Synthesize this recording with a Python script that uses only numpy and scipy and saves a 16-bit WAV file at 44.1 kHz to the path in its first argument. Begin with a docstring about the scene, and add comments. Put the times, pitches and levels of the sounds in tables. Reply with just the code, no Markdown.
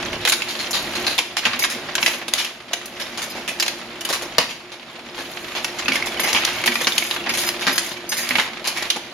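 """A short rattling slide, then a clatter of steel blows: a line-casting machine runs through its cycle
in a print workshop, heard from close by. Cams throw levers against their stops, and heavy knocks add
a dull thud and a low ring. In between, carriages slide, loose links chatter, brass letter moulds
drop with a ping and thin steel pieces jingle, over the motor's rumble and its gears' wavering whine."""
import sys
import numpy as np
from scipy import signal
from scipy.fft import rfft, irfft, next_fast_len
from scipy.io import wavfile
from scipy.ndimage import uniform_filter1d

SR = 44100
rng = np.random.default_rng(int(sys.argv[2]) if len(sys.argv) > 2 else 0)


def inscribe(sig):
    """Save sig as 16-bit PCM at rate SR to the path in sys.argv[1].

    A 1-D sig is mono; a 2-D sig holds one channel per row.
    Samples are clipped to [-1, 1] before scaling.
    """
    pcm = np.round(np.clip(np.atleast_2d(sig).T, -1, 1) * 32767)
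    wavfile.write(sys.argv[1], SR, pcm.astype(np.int16))


N = 402633


def amp(db):
    """Decibels to gain."""
    return 10 ** (np.asarray(db) / 20)


def unit(x):
    """Scales to rms 1."""
    return x / np.sqrt(np.mean(x ** 2) + 1e-20)


def curve_at(points, hz):
    """Reads a curve on a log-frequency axis."""
    f, value = np.transpose(points)
    return np.interp(np.log(hz + 1), np.log(f), value)


def automation(points):
    """Draws a line through (time, value) breakpoints, sample by sample."""
    return np.interp(np.arange(N) / SR, *np.transpose(points))


def add(mix, s, sound):
    """Mixes a sound into a stereo track at time s."""
    part = mix[:, max(round(s * SR), 0):][:, :sound.shape[1]]
    part += sound[:, :part.shape[1]]


def drift(rate_hz):
    """Slow random modulation of rms 1, rolling off above rate_hz."""
    hz = np.fft.rfftfreq(N, 1 / SR)[:4000]
    spectrum = rfft(rng.standard_normal(8192))[:4000] / (1 + (hz / rate_hz) ** 4)
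    return unit(np.interp(np.linspace(0, 8191, N), np.arange(8192), irfft(spectrum, 8192)))


# Stereo image, narrow in the bass and wide on top: (frequency [Hz], left-right correlation [0..1])
STEREO_CORRELATION = [(30, 0.9), (150, .985), (500, 0.97), (950, 0.9), (1350, 0.83), (2000, 0.53),
                      (4000, 0.19), (8000, 0.56), (12000, 0.03)]


def colour(pair, eq_db=np.zeros_like):
    """Gives two unrelated signals a minimum-phase EQ (dB as a function of Hz) and the stereo image."""
    size = 2 * next_fast_len(pair.shape[1] // 2 + 1024)
    hz = np.fft.rfftfreq(size, 1 / SR)
    cepstrum = irfft(np.log(amp(eq_db(hz))))
    cepstrum[1:size // 2] *= 2  # folded forward, so nothing rings ahead of a hit
    cepstrum[size // 2 + 1:] = 0
    a, b = rfft(pair, size) * np.exp(rfft(cepstrum))
    correlation = curve_at(STEREO_CORRELATION, hz)
    mid, side = a * np.sqrt((1 + correlation) / 2), b * np.sqrt((1 - correlation) / 2)
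    return irfft(np.array([mid + side, mid - side]))[:, :pair.shape[1]]


def ticks(per_s, spread_db):
    """Random tiny impacts of unequal size."""
    size = amp(spread_db * np.minimum(rng.exponential(1, N), 4))
    return size * (rng.random(N) < per_s / SR)


def contact_bed(spectrum, per_s, spread_db, decay_s, steady):
    """Many light, short contacts over even rubbing; steady is the rubbing's power relative to theirs."""
    power = signal.lfilter([1], [1, -np.exp(-2 / (decay_s * SR))], ticks(per_s, spread_db) ** 2)
    envelope = np.sqrt(power / power.mean() + steady)
    return unit(colour(envelope * rng.standard_normal((2, N)), lambda hz: curve_at(spectrum, hz)))


# Reverb time of the workshop: (frequency [Hz], t60 [s])
ROOM_DECAY = [(150, 0.7), (500, 0.35), (2000, 0.5), (5000, 0.52), (12000, 0.46)]


def workshop(send, build_s=0.0013):
    """Dense reflections from shelves and machines, each band dying at its own speed."""
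    hz, t, bands = signal.stft(rng.standard_normal((2, SR)), SR, nperseg=256)
    bands = bands * amp(-60 * t / curve_at(ROOM_DECAY, hz)[:, None])
    tail = signal.istft(bands, SR, nperseg=256)[1]
    tail = colour(tail * (1 - np.exp(-np.arange(tail.shape[1]) / SR / build_s)))
    return signal.fftconvolve(send, tail / np.linalg.norm(tail[0]), axes=1)[:, :N]


# Load on the drive, which also rides the chatter and the light taps: (time [s], level [dB])
DRIVE_LOAD = [(0.0, -33), (0.46, -39.5), (1.02, -34), (1.17, -41), (1.42, -43.5), (1.6, -39.5), (1.86, -36),
              (2.52, -46.5), (3.23, -40), (4.32, -41), (4.5, -45.5), (4.78, -46.5), (5.29, -40.5),
              (5.87, -38.5), (6.13, -36), (7.14, -38.5), (7.27, -35.5), (7.98, -41.5), (8.21, -40),
              (9.13, -42.5)]
USUAL_LOAD_DB = -40
# EQ of the motor and belts: (frequency [Hz], gain [dB])
RUMBLE_EQ = [(20, -40), (45, -9), (85, -10.5), (130, -5.5), (230, 2.5), (290, 2), (340, 4), (420, -2),
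             (650, 2.5), (1000, -5.5), (2000, -8), (6000, -46)]
# Hum and gear tones: (pitch [Hz], level at usual load [dB], pitch waver [ratio], level flutter [ratio])
DRIVE_TONES = [(61, -65.5, 0.0024, 0.3), (120.8, -61, 0.0023, 0.89), (235.3, -51, 0.00854, 1),
               (339.8, -48.5, 0.0113, .8), (358, -45.5, 0.0049, 0.54)]


def drive():
    """Motor and belts rumble; hum and gear tones waver; both swell with the load."""
    load_db = automation(DRIVE_LOAD)
    rumble = contact_bed(RUMBLE_EQ, per_s=69, spread_db=5.5, decay_s=0.0058, steady=6.3)
    tones = np.zeros(N)
    for hz, db, waver, flutter in DRIVE_TONES:
        turns = np.cumsum(hz * (1 + waver * drift(rate_hz=4.15))) / SR
        tones += amp(db) * unit((1 + flutter * drift(rate_hz=9.5)) * np.sin(2 * np.pi * turns))
    return rumble * amp(load_db + 1.5) + tones * amp(load_db - USUAL_LOAD_DB)


def travel(start, end, rise_s=0.021, fall_s=0.043):
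    """Envelope of a movement: it gathers speed, runs evenly and dies away after its end."""
    t = np.arange(N) / SR
    return np.clip((t - start) / rise_s, 0, 1) * np.exp(-np.maximum(t - end, 0) / fall_s)


# EQ of the shaking base: (frequency [Hz], gain [dB])
BASE_EQ = [(20, -12), (40, -3), (70, 0), (120, 3), (200, -4), (600, -45)]
# A carriage or elevator travels along its guide:
# (start [s], end [s], rattle [dB], hiss [dB], base rumble [dB], guide pitch [Hz])
SLIDE_CUES = [(0.0, 0.21, -41, -62, -41.5, 3300), (0.42, 0.704, -37.5, -42, -58, 4260),
              (0.73, 1.176, -33.5, -39.5, -50.5, 4300), (1.414, 1.552, -27.5, -47, -49, 1820),
              (1.994, 2.128, -32.5, -31, -65, 2380), (2.318, 2.457, -30, -55, -70, 2750),
              (2.943, 3.446, -40, -50, -59, 5600), (4.1, 4.377, -40, -61, -52, 2400),
              (5.14, 5.63, -42.5, -44, -62, 4100), (5.746, 6.3, -35.5, -46, -52.5, 2350),
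              (6.323, 6.62, -27, -40.5, -48.5, 2170), (6.71, 7.15, -34.5, -33.5, -69, 3580),
              (7.352, 7.492, -28.5, -33, -60, 2250), (7.696, 7.907, -33, -37.5, -58, 3700),
              (8.228, 8.433, -28.5, -37, -67, 2200), (8.742, 8.873, -30, -41, -60, 1980)]


def slides(guide_db=-10, guide_q=10):
    """The moving carriages make their guides sing and shake the base."""
    guides, shaking = np.zeros((2, N)), np.zeros(N)
    rubbing = colour(rng.standard_normal((2, N)))
    for start, end, rattle_db, _, base_db, hz in SLIDE_CUES:
        moving = travel(start, end)
        ring = unit(signal.lfilter(*signal.iirpeak(hz, guide_q, SR), rubbing))
        guides += ring * amp(rattle_db + guide_db) * moving
        shaking += amp(base_db) * moving
    base = unit(colour(rng.standard_normal((2, N)), lambda hz: curve_at(BASE_EQ, hz)))
    return guides + shaking * base


def clinks(per_s, low_hz, high_hz, ring_s, spread_db, count=24, stereo_lag_s=0.00007):
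    """Small brass pieces tap their guides, each with its own pitch and place in the stereo image."""
    t = np.arange(2048) / SR
    taps, piece = ticks(per_s, spread_db), rng.integers(0, count, N)
    lags = stereo_lag_s * rng.standard_normal(count)
    pitches = np.geomspace(low_hz, high_hz, count) * rng.uniform(1.0, 1.03, count)
    notes = [np.sin(2 * np.pi * hz * np.array([t, t + lag])) * np.exp(-t / ring_s)
             for hz, lag in zip(pitches, lags)]
    out = np.zeros((2, N))
    for at in np.flatnonzero(taps):
        add(out, at / SR, taps[at] * notes[piece[at]])
    return unit(out)


# EQs of the loose links and of the hiss of bearings and slides: (frequency [Hz], gain [dB])
LINK_EQ = [(250, -16.5), (600, 0), (1000, 2.5), (1500, 2.5), (2300, 5), (3100, 3.5), (4300, 0.5),
           (6500, -11), (9000, -9), (15000, -69)]
HISS_EQ = [(1500, -24), (4000, -15), (6500, 5), (9500, 1), (12000, 1.5), (15000, -14)]


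def chatter(loose_db=4, bearings_db=-12.5):
    """Links tick, brass clinks and bearings hiss with the load; each slide adds rattle and hiss."""
    load_db = automation(DRIVE_LOAD)
    rattle_gain, hiss_gain = amp(load_db + loose_db), amp(load_db + bearings_db)
    for start, end, rattle_db, hiss_db, _, _ in SLIDE_CUES:
        moving = travel(start, end)
        rattle_gain = np.hypot(rattle_gain, amp(rattle_db) * moving)
        hiss_gain = np.hypot(hiss_gain, amp(hiss_db) * moving)
    links = contact_bed(LINK_EQ, per_s=290, spread_db=5.5, decay_s=0.01, steady=1.0)
    brass = clinks(per_s=110, low_hz=1800, high_hz=6500, ring_s=0.0025, spread_db=3) * amp(-10)
    hiss = contact_bed(HISS_EQ, per_s=220, spread_db=4.0, decay_s=0.0063, steady=0.86)
    return (links + brass) * rattle_gain + hiss * hiss_gain


def light_taps(count=45, usual_db=-36, load_share=1.14, spread_db=5, low_hz=1000, high_hz=5000):
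    """Pawls and links tap at random all through the cycle, harder under load."""
    load_db = automation(DRIVE_LOAD)
    out = np.zeros((2, N))
    for k, (when, force, pitch) in enumerate(rng.random((count, 3))):
        at = int((k + when) / count * N)
        level_db = usual_db + load_share * (load_db[at] - USUAL_LOAD_DB) + spread_db * (force - 0.5)
        hz = low_hz * (high_hz / low_hz) ** pitch
        add(out, at / SR, blow(level_db, decay_s=0.018, thud_db=8, bright_db=1, peak_hz=hz, peak_db=11))
    return out


# Modes of the thin steel pieces: (frequency [Hz], level [dB], t60 [s])
JINGLE_MODES = [(2180, -3, .05), (3400, -12, .05), (5000, 0.5, 0.12), (6240, -4, 0.15), (6600, -5.5, 0.067),
                (8930, -2, 0.099), (10740, -3, 0.08), (10830, -4, 0.08), (12300, 0, 0.086),
                (14360, -17, .07), (14640, -14, .07)]
# Their bouts of jingling: (start [s], end [s], level [dB])
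JINGLE_CUES = [(1.591, 1.63, -27), (1.626, 1.65, -26.5), (1.693, 1.75, -45), (3.242, 3.252, -48),
               (3.3, 3.312, -40), (6.199, 6.23, -27.5), (6.232, 6.391, -32), (6.444, 6.66, -41),
               (6.74, 7.166, -36), (7.291, 7.497, -30.5), (7.599, 7.73, -42), (7.727, 7.80, -32),
               (7.829, 7.93, -41.5), (8.091, 8.237, -29.5), (8.30, 8.43, -40)]


def jingle(knocks_per_s=65, mistune=0.011, softest_db=-6, force_db=13, rise_s=0.0016, settle_db_per_s=18):
    """Thin steel pieces, alike but never quite in tune, are jolted, then knock together as they settle."""
    t = np.arange(4096) / SR
    hz, db, t60 = np.transpose(JINGLE_MODES)[:, :, None]
    decays = amp(db - 60 * t / t60) * (1 - np.exp(-t / rise_s))
    decays /= np.sqrt(np.sum(decays ** 2) / 2 * knocks_per_s / SR)
    out = np.zeros((2, N))
    for start, end, level_db in JINGLE_CUES:
        draws = rng.random((32, 3 + 3 * len(hz)))
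        draws[0, :3] = 0, 1, 0.5  # the jolt is prompt, full and in tune
        for since, chance in zip(np.arange(0, end - start, 1 / knocks_per_s), draws):
            late, force, piece = chance[:3]
            weight, phase, lead = chance[3:].reshape(3, -1, 1)  # each knock wakes the modes differently
            turns = hz * (1 + mistune * (2 * piece - 1)) * t + np.array([phase, phase + lead / 2])
            knock = ((0.5 + weight) * decays * np.sin(2 * np.pi * turns)).sum(1)
            knock_db = level_db + softest_db + force_db * force - settle_db_per_s * since
            add(out, start + since + late / knocks_per_s, amp(knock_db) * knock)
    return out


# Hard landings of small brass pieces, mostly letter moulds: (time [s], level [dB], pitch [Hz])
PING_CUES = [(1.623, -16, 2240), (3.021, -19.5, 5300), (3.599, -11.5, 5200), (3.605, -13.5, 4780),
             (5.858, -21, 2570), (5.92, -12, 2260), (6.024, -17.5, 2120), (6.173, -22, 3000),
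             (6.639, -13.5, 2170), (6.72, -15.5, 2270), (6.845, -16, 3650), (6.921, -15.5, 3610),
             (7.024, -16.5, 2190), (7.112, -22, 3350), (8.397, -9, 2080), (8.903, -19, 2880)]


def falling_moulds(run_start_s=5.9, run_end_s=7.3, run_db=-38):
    """A run of brass moulds ticks into the channels; hard landings through the cycle click and ping."""
    run = clinks(per_s=28, low_hz=2050, high_hz=3500, ring_s=0.005, spread_db=1)
    out = run * amp(run_db) * travel(run_start_s, run_end_s)
    for s, ping_db, hz in PING_CUES:
        add(out, s, blow(ping_db - 11, decay_s=0.0047, thud_db=3, bright_db=1, peak_hz=hz, peak_db=16))
        add(out, s, clean_note(hz, ping_db - 1, ring_s=0.0079))
    return out


# Modes of the cast-iron frame: (frequency [Hz], level [dB], t60 [s])
FRAME_MODES = [(118, -19, 0.21), (156.6, -9.5, 0.091), (192, -4, 0.19), (222, 1.5, 0.11), (232, -11, 0.21),
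               (251.2, -1, 0.23), (488, -5.5, 0.08)]
# Heavy knocks: (time [s], low ring [dB], dull thud [dB])
KNOCK_CUES = [(0.05, -34, -30), (1.187, -55, -32), (1.456, -29, -42), (1.53, -35, -40), (2.03, -33, -44),
              (2.339, -48, -21), (3.349, -41, -48), (4.384, -31.5, -7), (5.881, -22, -45),
              (6.349, -30, -38), (6.675, -24.5, -42), (6.868, -36, -48), (7.668, -23.5, -29),
              (8.308, -25.5, -44), (8.353, -30, -46), (8.378, -29.5, -46)]


def heavy_knocks(thud_s=0.00047, thud_rise_s=0.00036, ring_rise_s=0.0041, mistune=0.043):
    """Heavy knocks give a short, dull low thud and a low ring."""
    t = np.arange(SR // 2) / SR
    out = np.zeros((2, N))
    thud = 2 * (1 - t / thud_s) * np.exp(-t / thud_s) * (1 - np.exp(-t / thud_rise_s))
    for s, ring_db, thud_db in KNOCK_CUES:
        ring = np.zeros(len(t))
        for hz, db, t60 in FRAME_MODES:
            polarity, detune = rng.standard_normal(2)  # each spot wakes the modes differently
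            mode = np.sin(2 * np.pi * hz * (1 + mistune * detune) * t)
            ring += np.sign(polarity) * amp(db - 60 * t / t60) * mode
        ring *= 1 - np.exp(-t / ring_rise_s)
        add(out, s, (amp(ring_db) * ring + amp(thud_db) * thud)[None])
    return out


# EQ of steel striking steel: (frequency [Hz], gain [dB])
STEEL_EQ = [(30, -27.5), (90, -55), (170, -12), (280, -8), (430, -4), (890, 1), (1590, -0.5), (2340, 3),
            (3930, 1), (6600, -5), (9700, -8.5), (12000, -14.5), (15000, -25.5)]


def blow(level_db, decay_s, thud_db, bright_db, peak_hz, peak_db, pan_db=0):
    """Metal lands with a crack, a burst of micro-contacts and a short ring, broadly resonant at peak_hz."""
    crack_db, crack_s, ring_db, ring_s = -1, 0.0013, -17, 0.033
    t = np.arange(8192) / SR
    roughness_db = 2.03 * unit(uniform_filter1d(rng.standard_normal(len(t)), size=50))
    contacts = np.exp(-t / decay_s) * (1 - np.exp(-t / (0.36 * decay_s))) * amp(roughness_db)
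    crack = amp(crack_db) * np.exp(-t / crack_s)
    ring = amp(ring_db) * np.exp(-t / ring_s) * (1 - np.exp(-t / decay_s))
    envelope = np.hypot(contacts + crack, ring)
    envelope /= np.sqrt(np.sum(envelope ** 2) / (0.02 * SR))  # the energy of 20 ms at rms 1
    modes_hz = np.exp(rng.uniform(np.log(1500), np.log(14000), 18))

    def eq_db(hz):
        thud = thud_db / (1 + (hz / 800) ** 2)
        edge = bright_db * hz ** 4 / (hz ** 4 + 6000 ** 4)
        resonance = 14 * np.tanh(peak_db / 14) / (1 + ((hz - peak_hz) / (80 + 0.16 * peak_hz)) ** 2)
        off_mode = np.min(abs(hz[:, None] - modes_hz) / (25 + modes_hz / 110), axis=1)
        clang = 7 / (1 + off_mode ** 2) - 2  # each piece has sharp modes of its own, a few dB proud
        return level_db + curve_at(STEEL_EQ, hz) + thud + edge + resonance + clang
    return colour(envelope * rng.standard_normal((2, len(t))), eq_db) * amp([[pan_db / 2], [-pan_db / 2]])


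def clean_note(hz, level_db, ring_s=0.0074, rise_s=0.00021, low_cut_hz=1700):
    """The short, clean note of struck metal; it fades out below about 1.7 kHz."""
    t = np.arange(8192) / SR
    stereo_phase = rng.random() + np.array([[0], [hz / 15000 * rng.standard_normal()]])
    note = np.sin(2 * np.pi * (hz * t + stereo_phase)) * np.exp(-t / ring_s) * (1 - np.exp(-t / rise_s))
    return amp(level_db + curve_at(STEEL_EQ, hz)) * note / (1 + (low_cut_hz / hz) ** 4)


# Steel blows, mostly levers hitting their stops, some carriages bumping and scraping along their guides: #
# (time [s], level [dB], rattle decay [s], thud [dB], brightness [dB], centre of the blow's broad resonance
# [Hz])
BLOW_CUES = [(0.251, -18, 0.011, 9, 8.5, 3370), (0.274, -13, 0.0075, 1, 2, 1500),
             (0.287, -22, 0.0095, -18, 18.5, 4160), (0.297, -21.5, 0.0041, -11, 20.5, 3670),
             (0.321, -10.5, 0.012, -14, 6, 1330), (0.42, -19, 0.0062, -15, -4, 2700),
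             (0.486, -22.5, 0.034, -11, 6, 4180), (0.591, -21, 0.032, -1, 3.5, 4270),
             (0.709, -33, .009, 7, 23.5, 6200), (0.731, -16, .035, 4, 6, 4040),
             (0.953, -22.5, 0.014, 3, 3, 4140), (1.067, -15, 0.015, 2, 1, 4230),
             (1.103, -25, 0.019, 16, 8, 4160), (1.18, -25, 0.0033, 8, 15, 3500),
             (1.185, -14, 0.0087, 2.5, -8, 3430), (1.189, -15, 0.0057, -2, 4.5, 930),
             (1.368, -11.5, 0.015, -16, -1, 780), (1.453, -11.5, .008, -6, -8, 2580),
             (1.463, -15.5, .014, 3.5, -6, 1140), (1.533, -13.5, .009, -18, -22, 1120),
             (1.593, -24, 0.015, 7, 7, 4800), (1.639, -10.5, .011, -14, -2.5, 1290),
             (1.701, -22.5, .02, -7, 12.5, 1600), (1.887, -25.5, .01, 12, -15, 1870),
             (1.953, -13.5, 0.0049, -26, 2.5, 1510), (1.98, -12.5, 0.007, -12, -24, 736),
             (2.028, -14, .005, -9, -1, 2270), (2.062, -8.5, 0.007, -20, -4, 2000),
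             (2.078, -15.5, 0.0062, -2, 4, 754), (2.136, -21.5, 0.0099, 2, -19, 550),
             (2.215, -27, 0.014, 11, -19, 1760), (2.281, -26.5, 0.0088, 14.5, 11, 3830),
             (2.337, -12, 0.0014, -16, 7.5, 690), (2.381, -10.5, 0.029, -28, -1, 610),
             (2.447, -26.5, 0.0058, -14, 10.5, 2700), (2.733, -14.5, .006, -4, 1.5, 715),
             (2.858, -42.5, .005, 4, 26.5, 4330), (2.999, -21.5, 0.022, 2, 3, 550),
             (3.175, -23, 0.021, 5, 6.5, 1290), (3.219, -20.5, 0.018, -9, 7.5, 1400),
             (3.353, -26, 0.032, 15, -3, 700), (3.478, -21.5, 0.022, 1, 9.5, 2500),
             (3.599, -21, 0.009, -6, 12, 5150), (3.625, -17.5, 0.0076, -2, 7, 2780),
             (3.662, -19.5, 0.0072, -14, 0, 610), (3.68, -17.5, 0.0051, -10, 2.5, 4320),
             (4.009, -30.5, .009, -4, 14, 3000), (4.05, -26, 0.0075, -7, 15, 2970),
             (4.09, -22.5, .011, 7, 10, 980), (4.101, -19.5, 0.012, 13.5, 6, 685),
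             (4.127, -15, 0.02, -4, 7, 1130), (4.222, -29, 0.012, 20, 12.5, 556),
             (4.383, -8, 0.004, 2.5, 0.5, 563), (4.387, -14.5, .0054, 9, -4, 696),
             (4.399, -17, 0.018, -1, -2, 1000), (4.492, -26.5, 0.03, 1, 2, 2620),
             (4.719, -32, .02, 7, 1, 4240), (5.18, -26.5, 0.022, 17.5, 1, 1520),
             (5.551, -16, 0.028, -3.5, -7, 740), (5.645, -16, 0.0065, -13, 2.5, 970),
             (5.787, -20.5, 0.015, -3, -2, 6800), (5.882, -9.5, 0.0076, -9, -10.5, 1410),
             (5.933, -22, 0.027, 4, 9, 2870), (5.956, -18, 0.011, 0, 2, 2080),
             (6.06, -28.5, .016, 15, 14, 5070), (6.196, -17, 0.0064, 2.5, -12, 700),
             (6.235, -18, 0.032, 15.5, 0, 2100), (6.275, -13.5, 0.026, -3, 1.5, 970),
             (6.33, -19.5, 0.0034, 6, 9.5, 5800), (6.348, -8, 0.024, -6, -8, 860),
             (6.45, -18, 0.0035, -7, 11, 5130), (6.475, -14, 0.0089, -4, -35, 710),
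             (6.66, -19.5, 0.014, 13, 16.5, 3120), (6.676, -8.5, .0056, -9, -11, 1680),
             (6.755, -15, 0.0044, -16, -3, 1170), (6.811, -16.5, .013, 5.5, -3, 550),
             (6.87, -11.5, 0.0082, 1, -6.5, 5620), (6.98, -14.5, 0.0053, -19, 9.5, 2980),
             (7.111, -20.5, 0.0042, -2, 0, 3490), (7.162, -20.5, 0.0074, 3, -14, 1380),
             (7.265, -19.5, 0.015, 8, -20, 1820), (7.293, -18, .013, -3, -6, 2160),
             (7.338, -19, .016, -5, 7, 2230), (7.374, -23, 0.03, 1.5, 20.5, 3260),
             (7.489, -16, 0.0027, -20, 5, 1810), (7.61, -16.5, .029, -2, -3, 740),
             (7.668, -8.5, 0.023, -0.5, -4, 1540), (7.78, -13.5, 0.0065, -9, 8.5, 1680),
             (7.911, -30, 0.015, 8, 3, 3640), (7.968, -31, .011, 0, -5, 2620),
             (8.12, -18.5, 0.016, 0, 7, 1640), (8.169, -20, 0.034, -5, 13.5, 1850),
             (8.29, -24.5, 0.0027, -6, 13, 4960), (8.308, -16.5, 0.0065, 0, -23, 2140),
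             (8.354, -12, 0.008, 4, -19, 2140), (8.384, -11, 0.014, 0.5, -9, 1050),
             (8.643, -14, .044, -12, -3, 960), (8.673, -23, 0.013, 3, 17.5, 4650),
             (8.772, -22, 0.014, -7, 5, 2250), (8.824, -19.5, 0.0067, 0, 0, 754),
             (8.902, -12, .005, -41, 1.5, 3550), (8.961, -28, 0.012, 21, 7, 860)]


def steel_blows(peak_db=7.5, note_db=-3.5, pan_db=0.54):
    """Cams throw steel levers against their stops and carriages bump and scrape; blows with a high resonance
    also carry a clean note."""
    out = np.zeros((2, N))
    for s, level_db, decay_s, thud_db, bright_db, peak_hz in BLOW_CUES:
        add(out, s, blow(level_db, decay_s, thud_db, bright_db, peak_hz, peak_db, pan_db))
        add(out, s, clean_note(peak_hz, level_db + note_db))
    return out


def scene(hits_send_db=-8.5, jingle_send_db=-17):
    """The machine and its room; the jingling pieces are close and almost dry."""
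    hits = steel_blows() + light_taps() + heavy_knocks() + falling_moulds()
    jingling = jingle()
    reverb = workshop(amp(hits_send_db) * hits + amp(jingle_send_db) * jingling)
    return hits + jingling + reverb + chatter() + slides() + drive()


# Balance between the two microphones: (frequency [Hz], left minus right [dB])
MIC_BALANCE = [(60, -.6), (400, -0.5), (1100, 0.5), (2100, -4), (4000, 0.2), (8000, -1), (12000, 2)]


def record(dry, notch_hz=8230, notch_width_hz=400, notch_db=-32, high_cut_hz=15900):
    """The microphones differ a little in colour; a deep notch cuts the treble near 8.2 kHz; peaks clip; a high
    cut follows."""
    size = next_fast_len(N + 4096)
    hz = np.fft.rfftfreq(size, 1 / SR)
    eq_db = notch_db / (1 + abs((hz - notch_hz) / notch_width_hz) ** 3)
    balance_db = curve_at(MIC_BALANCE, hz) * np.array([[0.5], [-0.5]])
    heard = irfft(rfft(dry, size) * amp(eq_db + balance_db), size)[:, :N]
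    high_cut = signal.firwin(255, high_cut_hz, window=("kaiser", 9), fs=SR)
    return signal.oaconvolve(np.clip(heard, -1, 1), high_cut[None], "same")


dry = scene()
out = record(dry)
inscribe(out)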